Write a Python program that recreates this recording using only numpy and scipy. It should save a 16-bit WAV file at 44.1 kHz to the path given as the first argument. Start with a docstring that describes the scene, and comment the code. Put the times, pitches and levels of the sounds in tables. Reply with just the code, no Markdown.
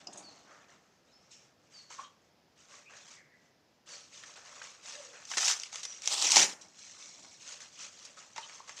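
"""A dry coconut husk is rubbed, prised open and torn in two pulls over a stone floor.
Friction and fracture release thousands of stiff fibres, each a tiny crack with a damped ring.
The hollow nut resonates under the fingers, small hard things tick, arms rustle, the husk creaks
and the freed strip scrapes the floor. Hard walls reflect a short tail;
small birds whistle far away over a faint hush of air."""
import sys
import numpy as np
from scipy import signal
from scipy.fft import rfft, irfft
from scipy.io import wavfile
from scipy.ndimage import uniform_filter1d, map_coordinates

SR = 44100
rng = np.random.default_rng(int(sys.argv[2]) if len(sys.argv) > 2 else 0)


def unload_wav(signal):
    """Save mono or channel-first audio to the path in sys.argv[1] as 16-bit WAV at rate SR, clipped to [-1, 1]."""
    wavfile.write(
        sys.argv[1],
        SR,
        np.round(np.clip(np.atleast_2d(signal).T, -1, 1) * 32767).astype(np.int16),
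    )


N = 388080
TIME, BIN_HZ = np.arange(N) / SR, np.fft.rfftfreq(N, 1 / SR)
CRACKLE_HZ, BODY_HZ, DEEP_HZ = (5000, 9000), (500, 1800), (120, 450)  # bands in which levels are set
SAG_DB_PER_S, RELEASE_DB_PER_S = 17, 178

# finger strokes: (start [s], length [s], relative scratch level [dB], body offset [dB])
STROKES = [(0.0, 0.0067, -57, -1.5), (0.1, 0.44, -62, -3.5), (0.44, 0.19, -70, 10.5),
           (0.675, 0.043, -65.5, 4.5), (1.305, 0.025, -57, -24), (1.7, 0.13, -59, -7),
           (1.893, 0.05, -52, -4), (1.968, 0.062, -54.5, -1.5), (2.55, 0.3, -67.5, -5),
           (2.675, 0.15, -58.5, -1), (2.885, 0.092, -61.5, 5.5), (2.94, 0.19, -52.5, -5.5),
           (3.855, 0.097, -51.5, -6), (4.115, 0.064, -50.5, -10), (4.2, 0.11, -60, -1.5),
           (4.355, 0.023, -55, 2), (4.43, 0.14, -53, 0), (4.61, 0.24, -53.5, -3), (4.82, 0.11, -48, -7.5),
           (4.92, 0.12, -52.5, -5.5), (5.125, 0.055, -60.5, 4), (5.56, 0.083, -45.5, -12),
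           (5.715, 0.083, -44.5, -12), (5.8, 0.26, -57, -13), (6.02, 0.055, -45.5, -12),
           (6.76, 0.11, -53, -27), (6.97, 0.19, -52.5, -14), (7.39, .07, -56.5, -36),
           (7.455, 0.075, -50.5, -8), (7.6, 0.069, -48.5, -6), (7.7, 0.13, -50.5, -15),
           (7.77, 0.096, -48.5, -8.5), (7.905, 0.092, -50.5, -9), (8.162, 0.033, -51.5, -1.5),
           (8.35, 0.061, -49, -4.5), (8.41, 0.19, -55, -2.5), (8.672, 0.023, -51, -2),
           (8.76, 0.06, -47, -9)]
# the nut shifting in the hands: (start [s], length [s], relative scratch level [dB], body offset [dB])
HOLDS = [(0.0, 2.1, -74.5, 1.5), (2.1, 2.9, -81.5, 0.5), (3.86, 0.88, -62, -7), (5.0, 2, -62.5, -4),
         (6.6, 0.753, -59, -13.5), (7.4, 1.4, -62, -5.5)]
# arm movements: (start [s], length [s], relative level [dB])
SHUFFLES = [(0.0, .05, -62.5), (0.058, 0.05, -55), (0.13, 0.079, -54), (0.263, 0.54, -61),
            (6.566, 0.088, -63), (7.135, 0.14, -62.5)]
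# fingers striking the nut, plus one slow-rising stick-slip squeak of a finger at 1.978 s: (time [s], level
# [dB], resonance [Hz], rise [s], T60 [s])
KNOCKS = [(0.069, -47, 710, 0.003, 0.06), (1.903, -46, 1003, 0.0033, 0.061),
          (1.978, -35.5, 1140, 0.018, 0.044), (1.998, -49, 1170, 0.0043, 0.29),
          (2.738, -51, 1160, 0.0027, .05), (4.616, -35.5, 1470, 0.00051, 0.02),
          (5.370, -39.5, 404, 0.0021, 0.022), (6.365, -16.5, 900, 0.0043, 0.022),
          (8.168, -49, 1292, 0.0099, .07), (8.362, -44, 900, .004, 0.036),
          (8.380, -32.5, 876, 0.0026, 0.04), (8.601, -38.5, 1005, 0.0032, 0.021)]
# small hard impacts: (time [s], relative level [dB], pitch [Hz], rise [s], T60 [s])
TICKS = [(0.069, -36.5, 5000, 0.0032, 0.025), (0.126, -47, 6380, 0.0092, 0.036),
         (0.172, -45.5, 6650, 0.004, 0.12), (1.316, -59.5, 5470, 0.0021, 0.51),
         (2.019, -56.5, 3164, 0.027, 0.17), (8.421, -48.5, 3080, 0.0097, 0.12)]
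# modes of a tick: (frequency [multiple of pitch], gain [dB])
TICK_MODES = [(0.551, -12), (1.001, 3), (1.21, -4.5), (1.36, -9), (1.65, -28)]
# fibre bundles breaking: (time [s], peak level [dB], body gain against crackle [dB], T60 [s])
SNAPS = [(0.126, -58, -6, 0.04), (0.171, -59, -14, .08), (3.886, -58, -6, .025), (4.236, -45, 12, 0.031),
         (4.6178, -43.5, 16, 0.019), (4.656, -55, 12, .02), (5.2511, -43, -4, 0.026),
         (5.314, -36, 11, 0.075), (5.336, -35, 25, 0.028), (5.370, -26.5, 7, 0.043),
         (5.3803, -24, 4.5, 0.031), (5.429, -32, 17, 0.049), (5.479, -22.5, -5, 0.026),
         (5.4995, -29, 8, 0.024), (5.5142, -30, 3, 0.009), (5.598, -34.5, -13, 0.0078),
         (5.634, -32.5, -6, 0.0074), (5.7278, -39, 11, 0.0092), (5.7446, -41, 12, 0.0081),
         (5.7563, -32.5, 11, 0.0071), (5.8314, -36.5, -5, 0.068), (5.8512, -32.5, 1.5, .03),
         (6.0194, -39.5, -3, .013), (6.0565, -32, -13, 0.043), (6.0743, -19.5, 1.5, .012),
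         (6.1803, -27.5, -1, .012), (6.2232, -22, 0, 0.01), (6.3054, -23, -27, 0.0096),
         (6.3175, -17, -27, 0.024), (6.358, -18.5, -9, 0.015), (6.3658, -13.5, 0, .023),
         (6.3777, -21, 3, 0.037), (6.6118, -49, -12.5, 0.089), (7.247, -50, 12, 0.029),
         (7.6042, -44.5, 2, 0.032), (8.05, -45, -2, 0.04), (8.361, -41.5, 17, 0.038),
         (8.379, -36, 13, 0.026), (8.495, -47.5, 16, .02), (8.5527, -49, 3, 0.022), (8.693, -39, 14, 0.022)]
# distant calls: (start [s], length [s], first pitch [Hz], last pitch [Hz], relative level [dB])
BIRD_CALLS = [(0.223, 0.092, 4760, 4040, -49.5), (0.447, 0.12, 1388, 1340, -59),
              (0.466, 0.12, 1830, 1845, -63), (1.049, .15, 3540, 4670, -71),
              (1.122, .062, 5060, 5400, -57.5), (1.19, 0.11, 5500, 5850, -72),
              (1.724, 0.11, 4870, 4180, -49), (2.846, 0.074, 2430, 2730, -53.5),
              (3.155, 0.076, 2213, 1780, -54), (3.306, 0.06, 2014, 1884, -59.5),
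              (3.89, 0.093, 4680, 4230, -49), (5.849, 0.1, 6040, 5610, -43)]
# the husk being prised open: (time [s], resonance [Hz], level [dB])
CREAK = [(4.92, 567, -72), (5.0, 570, -49.5), (5.03, 554, -63), (5.088, 512, -59.5), (5.144, 505, -63),
         (5.2, 537, -80)]
# speed of the tear, one curve per pull: (time [s], relative level [dB])
PULLS = [
    [(5.27, -56), (5.315, -41.5), (5.36, -43.5), (5.39, -33.5), (5.501, -27), (5.579, -48.5)],
    [(6.05, -45), (6.09, -40), (6.13, -27), (6.166, -36.5), (6.245, -27), (6.305, -31), (6.371, -20.5),
     (6.441, -24.5), (6.465, -41), (6.539, -48)],
]
# resonances of the strip on the floor: (frequency [Hz], bandwidth [Hz], gain [dB])
SCRAPE_MODES = [(2240, 90, 5), (4180, 220, 2.5), (5530, 520, 2), (7650, 3100, -2)]
# source spectra: (frequency [Hz], relative spectral density [dB])
RUB_SPECTRUM = [(150, -43.5), (320, -15), (530, 2.5), (800, -3.5), (1200, 2.5), (1800, -1), (2650, -3),
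                (3400, -6), (4800, -6), (6400, -1), (7900, -11), (9000, -23.5), (10800, -35),
                (15000, -39.5)]
SHUFFLE_SPECTRUM = [(59, -43), (100, -20), (246, -5.5), (319, -10), (528, -15.5), (661, -5), (1300, -17),
                    (1690, -29), (2860, -120)]
AIR_SPECTRUM = [(25, -29), (80, -10.5), (140, -5), (252, -6), (388, -9.5), (530, -8.5), (760, -10.5),
                (1080, -15.5), (1400, -17.5), (4200, -22), (5200, -18), (8300, -39.5), (11000, -35.5),
                (15400, -39)]
SNAP_SPECTRUM = [(60, -54), (200, -36), (450, -19.5), (850, -10.5), (1300, -8), (3000, -6), (4600, -4.5),
                 (5900, 2.5), (7400, -3.5), (8800, -16.5), (10800, -26.5), (15000, -49)]
RIP_SPECTRUM = [(47, -54), (80, -36), (260, -20.5), (400, -19.5), (540, -19), (830, -9), (1000, -10),
                (1250, -14), (3090, -1.5), (4690, -1.5), (5720, 5), (7290, -1.5), (10600, -23),
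                (15400, -27)]
# reverberation of the walls: (frequency [Hz], T60 before stretching [s])
BASE_T60 = [(200, 0.47), (530, 0.36), (1400, 0.39), (3700, 0.16), (10000, 0.3)]


def amp(db):
    """Amplitude grows tenfold per 20 dB."""
    return 10 ** (np.asarray(db) / 20)


def unit(x):
    """Normalisation to rms 1."""
    return x / np.sqrt(np.mean(x ** 2) + 1e-20)


def at_frequency(points, hz):
    """Interpolation on a log-frequency axis."""
    f, value = np.transpose(points)
    return np.interp(np.log(hz + 1), np.log(f + 1), value)


def envelope(rows, column):
    """Interpolation in decibels gives a gain over time, silent outside the rows."""
    rows = np.array(rows)
    return amp(np.interp(TIME, rows[:, 0], rows[:, column], left=-200, right=-200))


def add(mix, start, sound):
    """Superposition of a sound from a start time in seconds."""
    part = mix[max(round(start * SR), 0):][:len(sound)]
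    part += sound[:len(part)]


def colour(x, spectrum):
    """Minimum-phase filtering imposes a spectrum and keeps attacks sharp."""
    db = np.maximum(at_frequency(spectrum, abs(np.fft.fftfreq(4096, 1 / SR))), -100)
    response = np.exp(np.conj(signal.hilbert(np.log(amp(db)))))
    return signal.oaconvolve(x, np.fft.ifft(response).real[:2048])[:len(x)]


def split(x, hz):
    """A crossover: the lower and upper parts sum to a flat response."""
    return [signal.sosfilt(signal.butter(3, hz, side, fs=SR, output="sos"), x)
            for side in ("low", "high")]


def band_rms(x, band):
    """Parseval's theorem gives the rms inside a band."""
    inside = (BIN_HZ > band[0]) & (BIN_HZ < band[1])
    return np.sqrt(2 * np.sum(abs(rfft(x)[inside]) ** 2)) / N


def wander(size, hz):
    """Low-passed noise: random motion of rms 1."""
    rolloff = 1 + (np.fft.rfftfreq(size, 1 / SR) / hz) ** 4
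    return unit(irfft(rfft(rng.standard_normal(size)) / rolloff, size))


def fibres(per_s, spread_db, clump_db, clump_hz, cycles, crack=1.0):
    """A Poisson process: fibres let go, louder in clumps, each with a crack and a damped ring."""
    at = np.flatnonzero(rng.random(N) < per_s / SR)
    spread = spread_db * np.minimum(rng.exponential(1, N)[at], 3)
    clumps = 2 * clump_db * np.tanh(wander(N, clump_hz)[at] / 2)
    size = amp(spread + clumps)
    hz = rng.uniform(400, 10000, N)[at, None]
    sign = rng.choice([-1, 1], N)[at]
    step = np.arange(160)
    t = step / SR
    decay = np.sqrt(hz * 5000) / cycles  # a 5 kHz fibre falls to 1/e in this many cycles
    ring = np.sin(2 * np.pi * hz * t) * np.exp(-t * decay) * np.sqrt(decay)
    rings = np.bincount((at[:, None] + step).ravel(), (ring * (sign * size)[:, None]).ravel(), N)[:N]
    crack_power = signal.lfilter([1], [1, -np.exp(-1 / (0.00034 * SR))], np.bincount(at, size ** 2, N))
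    out = unit(rings) + crack * unit(np.sqrt(crack_power) * rng.standard_normal(N))
    # the hand supplies energy steadily, so clumps even out over longer stretches
    return out / np.sqrt(uniform_filter1d(out ** 2, size=2600) + 1e-12)


def gesture(start, length, db, sag):
    """Envelope of a movement: linear attack, then exponential slackening and release."""
    gain = np.zeros(N)
    t = np.arange(int((length + .4) * SR)) / SR
    attack_s = min(0.03, 0.3 * length)  # short flicks gather speed sooner
    level_db = db - sag * t - RELEASE_DB_PER_S * np.maximum(t - length, 0)
    add(gain, start, np.minimum(t / attack_s, 1) * amp(level_db))
    return gain


def handling():
    """Incoherent strokes and holds add in power, giving the gains of scratch and husk body."""
    scratch, body = np.zeros((2, N))
    for rows, sag in ((STROKES, SAG_DB_PER_S), (HOLDS, 0)):
        for start, length, db, body_db in rows:
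            power = gesture(start, length, db, sag) ** 2
            scratch += power
            body += power * amp(body_db) ** 2
    stick_slip = amp(2.66 * wander(N, hz=5.6))
    return np.sqrt([scratch, body]) * stick_slip


def rubbing(speed, pressure, floor_s=(6.62, 7.39)):
    """Sliding friction: skin drags over loose fibres; a firmer grip brings out the husk beneath."""
    grains = fibres(per_s=2600, spread_db=0.5, clump_db=-0.5, clump_hz=55.6, cycles=26)
    grains = colour(grains, RUB_SPECTRUM)
    body, scratch = split(grains, hz=2680)
    scrape = scraping(scratch)
    on_floor = uniform_filter1d(1.0 * ((TIME > floor_s[0]) & (TIME < floor_s[1])), size=1000)
    surface = (1 - on_floor) * scratch / band_rms(grains, CRACKLE_HZ)
    surface += on_floor * scrape / band_rms(scrape, CRACKLE_HZ)
    return amp(-2.16) * speed * surface + amp(-4.08) * pressure * body / band_rms(grains, BODY_HZ)


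def stray_fibres(speed):
    """Elastic release: single stiff fibres flick free of the fingers with crisp ticks."""
    ticks = colour(fibres(per_s=70, spread_db=3, clump_db=1.5, clump_hz=25, cycles=4.1), SNAP_SPECTRUM)
    return amp(-14.5) * speed * ticks / band_rms(ticks, CRACKLE_HZ)


def shuffling():
    """Amplitude-modulated noise: moving arms make a dull, fluttering rustle."""
    motion = sum(gesture(*row, SAG_DB_PER_S) for row in SHUFFLES)
    rustle = colour(rng.standard_normal(N), SHUFFLE_SPECTRUM)
    flutter = amp(2.6 * wander(N, hz=40))
    return amp(-2.5) * motion * unit(rustle * flutter)


def air():
    """Broadband ambient noise: a faint hush whose level drifts slightly."""
    hush = unit(colour(rng.standard_normal(N), AIR_SPECTRUM))
    return amp(-69) * hush * amp(0.39 * wander(N, hz=1))


def blows(rows, pitch_jitter, grit, jitter_hz):
    """Damped oscillation: each blow swells, then decays on one gritty resonance."""
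    t, out = np.arange(SR // 5) / SR, np.zeros(N)
    for start, db, hz, rise, t60 in rows:
        shape = np.minimum(t / rise, 1) ** 2 * amp(-60 * np.maximum(t - rise, 0) / t60)
        pitch = hz * (1 + pitch_jitter * wander(len(t), jitter_hz))
        ring = np.sin(2 * np.pi * np.cumsum(pitch) / SR)
        add(out, start, amp(db) * shape * ring * (1 + grit * wander(len(t), hz=540)))
    return out


def knocking():
    """Impact excitation: fingers ring the hollow nut at a pitch set by the grip; once a slipping finger makes
    it squeak."""
    return blows(KNOCKS, pitch_jitter=0.058, grit=0.22, jitter_hz=330)


def ticking():
    """Modal superposition: small hard things ring with inharmonic partials as the nut is turned."""
    partials = [(start, db + mode_db, hz * ratio, rise, t60)
                for start, db, hz, rise, t60 in TICKS for ratio, mode_db in TICK_MODES]
    return blows(partials, pitch_jitter=0.045, grit=0.3, jitter_hz=900)


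def snapping(ragged_db=9.0, rise_s=0.0012):
    """Brittle fracture: a bundle breaks in an avalanche of cracks that builds up, then dies."""
    t, out = np.arange(SR // 10) / SR, np.zeros(N)
    attack = np.sqrt(np.minimum(t / rise_s, 1))
    for start, db, body_db, t60 in SNAPS:
        cracks, sizes = rng.standard_normal((2, len(t)))
        decay_db = 60 * np.maximum(t - rise_s, 0) / t60
        burst = attack * cracks * amp(ragged_db * np.clip(sizes, -2, 2) - decay_db)
        body, crackle = split(colour(burst, SNAP_SPECTRUM), hz=2500)
        snap = crackle + amp(body_db) * body
        peak_rms = np.sqrt(uniform_filter1d(snap ** 2, size=88).max())
        add(out, start, amp(db) * snap / peak_rms)
    return out


def birds(waver_hz=150, hoarse_below_hz=2200):
    """Random frequency modulation roughens gliding whistles; low calls are the hoarsest."""
    out = np.zeros(N)
    for start, length, first_hz, last_hz, db in BIRD_CALLS:
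        size = int(length * SR)
        waver = waver_hz * min(hoarse_below_hz / first_hz, 1) * wander(SR, hz=248)[:size]
        hz = np.linspace(first_hz, last_hz, size) + waver
        whistle = np.sin(2 * np.pi * np.cumsum(hz) / SR)
        add(out, start, amp(db) * unit(whistle * signal.windows.tukey(size, .6)))
    return out


def creaking():
    """Stick-slip friction under the thumb excites one low resonance of the husk."""
    times, pitches, _ = np.transpose(CREAK)
    hz = np.interp(TIME, times, pitches) * (1 + 0.0638 * wander(N, hz=109.6))
    ring = np.sin(2 * np.pi * np.cumsum(hz) / SR)
    return envelope(CREAK, column=2) * unit(ring * (1 + .5 * wander(N, hz=45)))


def ripping():
    """Crack propagation: the tear runs in jerks, thick fibres crack, the growing strip sounds deeper."""
    speed = sum(envelope(pull, column=1) for pull in PULLS)
    freed = np.cumsum(speed) / speed.sum()
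    rasp = fibres(per_s=4500, spread_db=2, clump_db=1.7, clump_hz=140, cycles=4.5)
    rasp = colour(rasp, RIP_SPECTRUM)
    thick = fibres(per_s=250, spread_db=2, clump_db=2.5, clump_hz=58.4, cycles=13, crack=1.5)
    thick = colour(thick, SNAP_SPECTRUM)
    lower, crackle = split(rasp, hz=2650)
    deep, body = split(split(lower, hz=200)[1], hz=500)
    return speed * (amp(-2) * crackle / band_rms(rasp, CRACKLE_HZ)
                    + amp(-9) * thick / band_rms(thick, CRACKLE_HZ)
                    + amp(-16.5 + 3 * freed) * body / band_rms(rasp, BODY_HZ)
                    + amp(-44 + 27.5 * freed) * deep / band_rms(rasp, DEEP_HZ))


def scraping(scratch):
    """Resonant filtering: flat on the floor, the torn strip colours its own scratch."""
    return scratch + sum(amp(db) * signal.lfilter(*signal.iirpeak(hz, hz / width, fs=SR), scratch)
                         for hz, width, db in SCRAPE_MODES)


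def hand_reflection(x, delay_s, echo_db):
    """Comb filtering: an echo off the moving hands and nut interferes at shifting frequencies."""
    delay = delay_s * (1 + .8 * np.tanh(wander(N, hz=3)))
    echo = map_coordinates(x, [(TIME - delay) * SR], order=3)
    return (x + amp(echo_db) * echo) / np.hypot(1, amp(echo_db))


def walls(x, stretch, echoes_per_s=3000):
    """Reverberation: sparse reflections of random sign, each band decaying at its own rate."""
    taps = rng.choice([-1., 1.], SR) * (rng.random(SR) < echoes_per_s / SR) * (TIME[:SR] > .004)
    hz, t, bands = signal.stft(taps, SR, nperseg=256)
    t60 = stretch * at_frequency(BASE_T60, hz)[:, None]
    tail = signal.istft(bands * amp(-60 * t / t60), SR, nperseg=256)[1]
    return signal.fftconvolve(x, tail / np.linalg.norm(tail))[:N]


def scene():
    """Direct and reverberant sound superpose in mono; the far birds have the larger reverberant share."""
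    speed, pressure = handling()
    near = hand_reflection(rubbing(speed, pressure) + stray_fibres(speed), delay_s=0.000694, echo_db=-15)
    near += hand_reflection(ripping() + snapping(), delay_s=.0012, echo_db=-7.5)
    near += creaking() + shuffling() + knocking() + ticking()
    far = birds()
    mix = air() + near + amp(-8.5) * walls(near, stretch=0.94)
    mix += amp(-9) * far + amp(-9.5) * walls(far, stretch=2.7)
    return mix[None]


def record(dry):
    """Band limiting: a small microphone loses the lowest bass, and a low-pass cuts the top treble."""
    thinned = signal.sosfilt(signal.butter(1, 25, "high", fs=SR, output="sos"), dry)
    low_pass = signal.firwin(511, 15600, window=("kaiser", 9), fs=SR)
    return signal.oaconvolve(thinned, low_pass[None], "same")


dry = scene()
out = record(dry)
unload_wav(out)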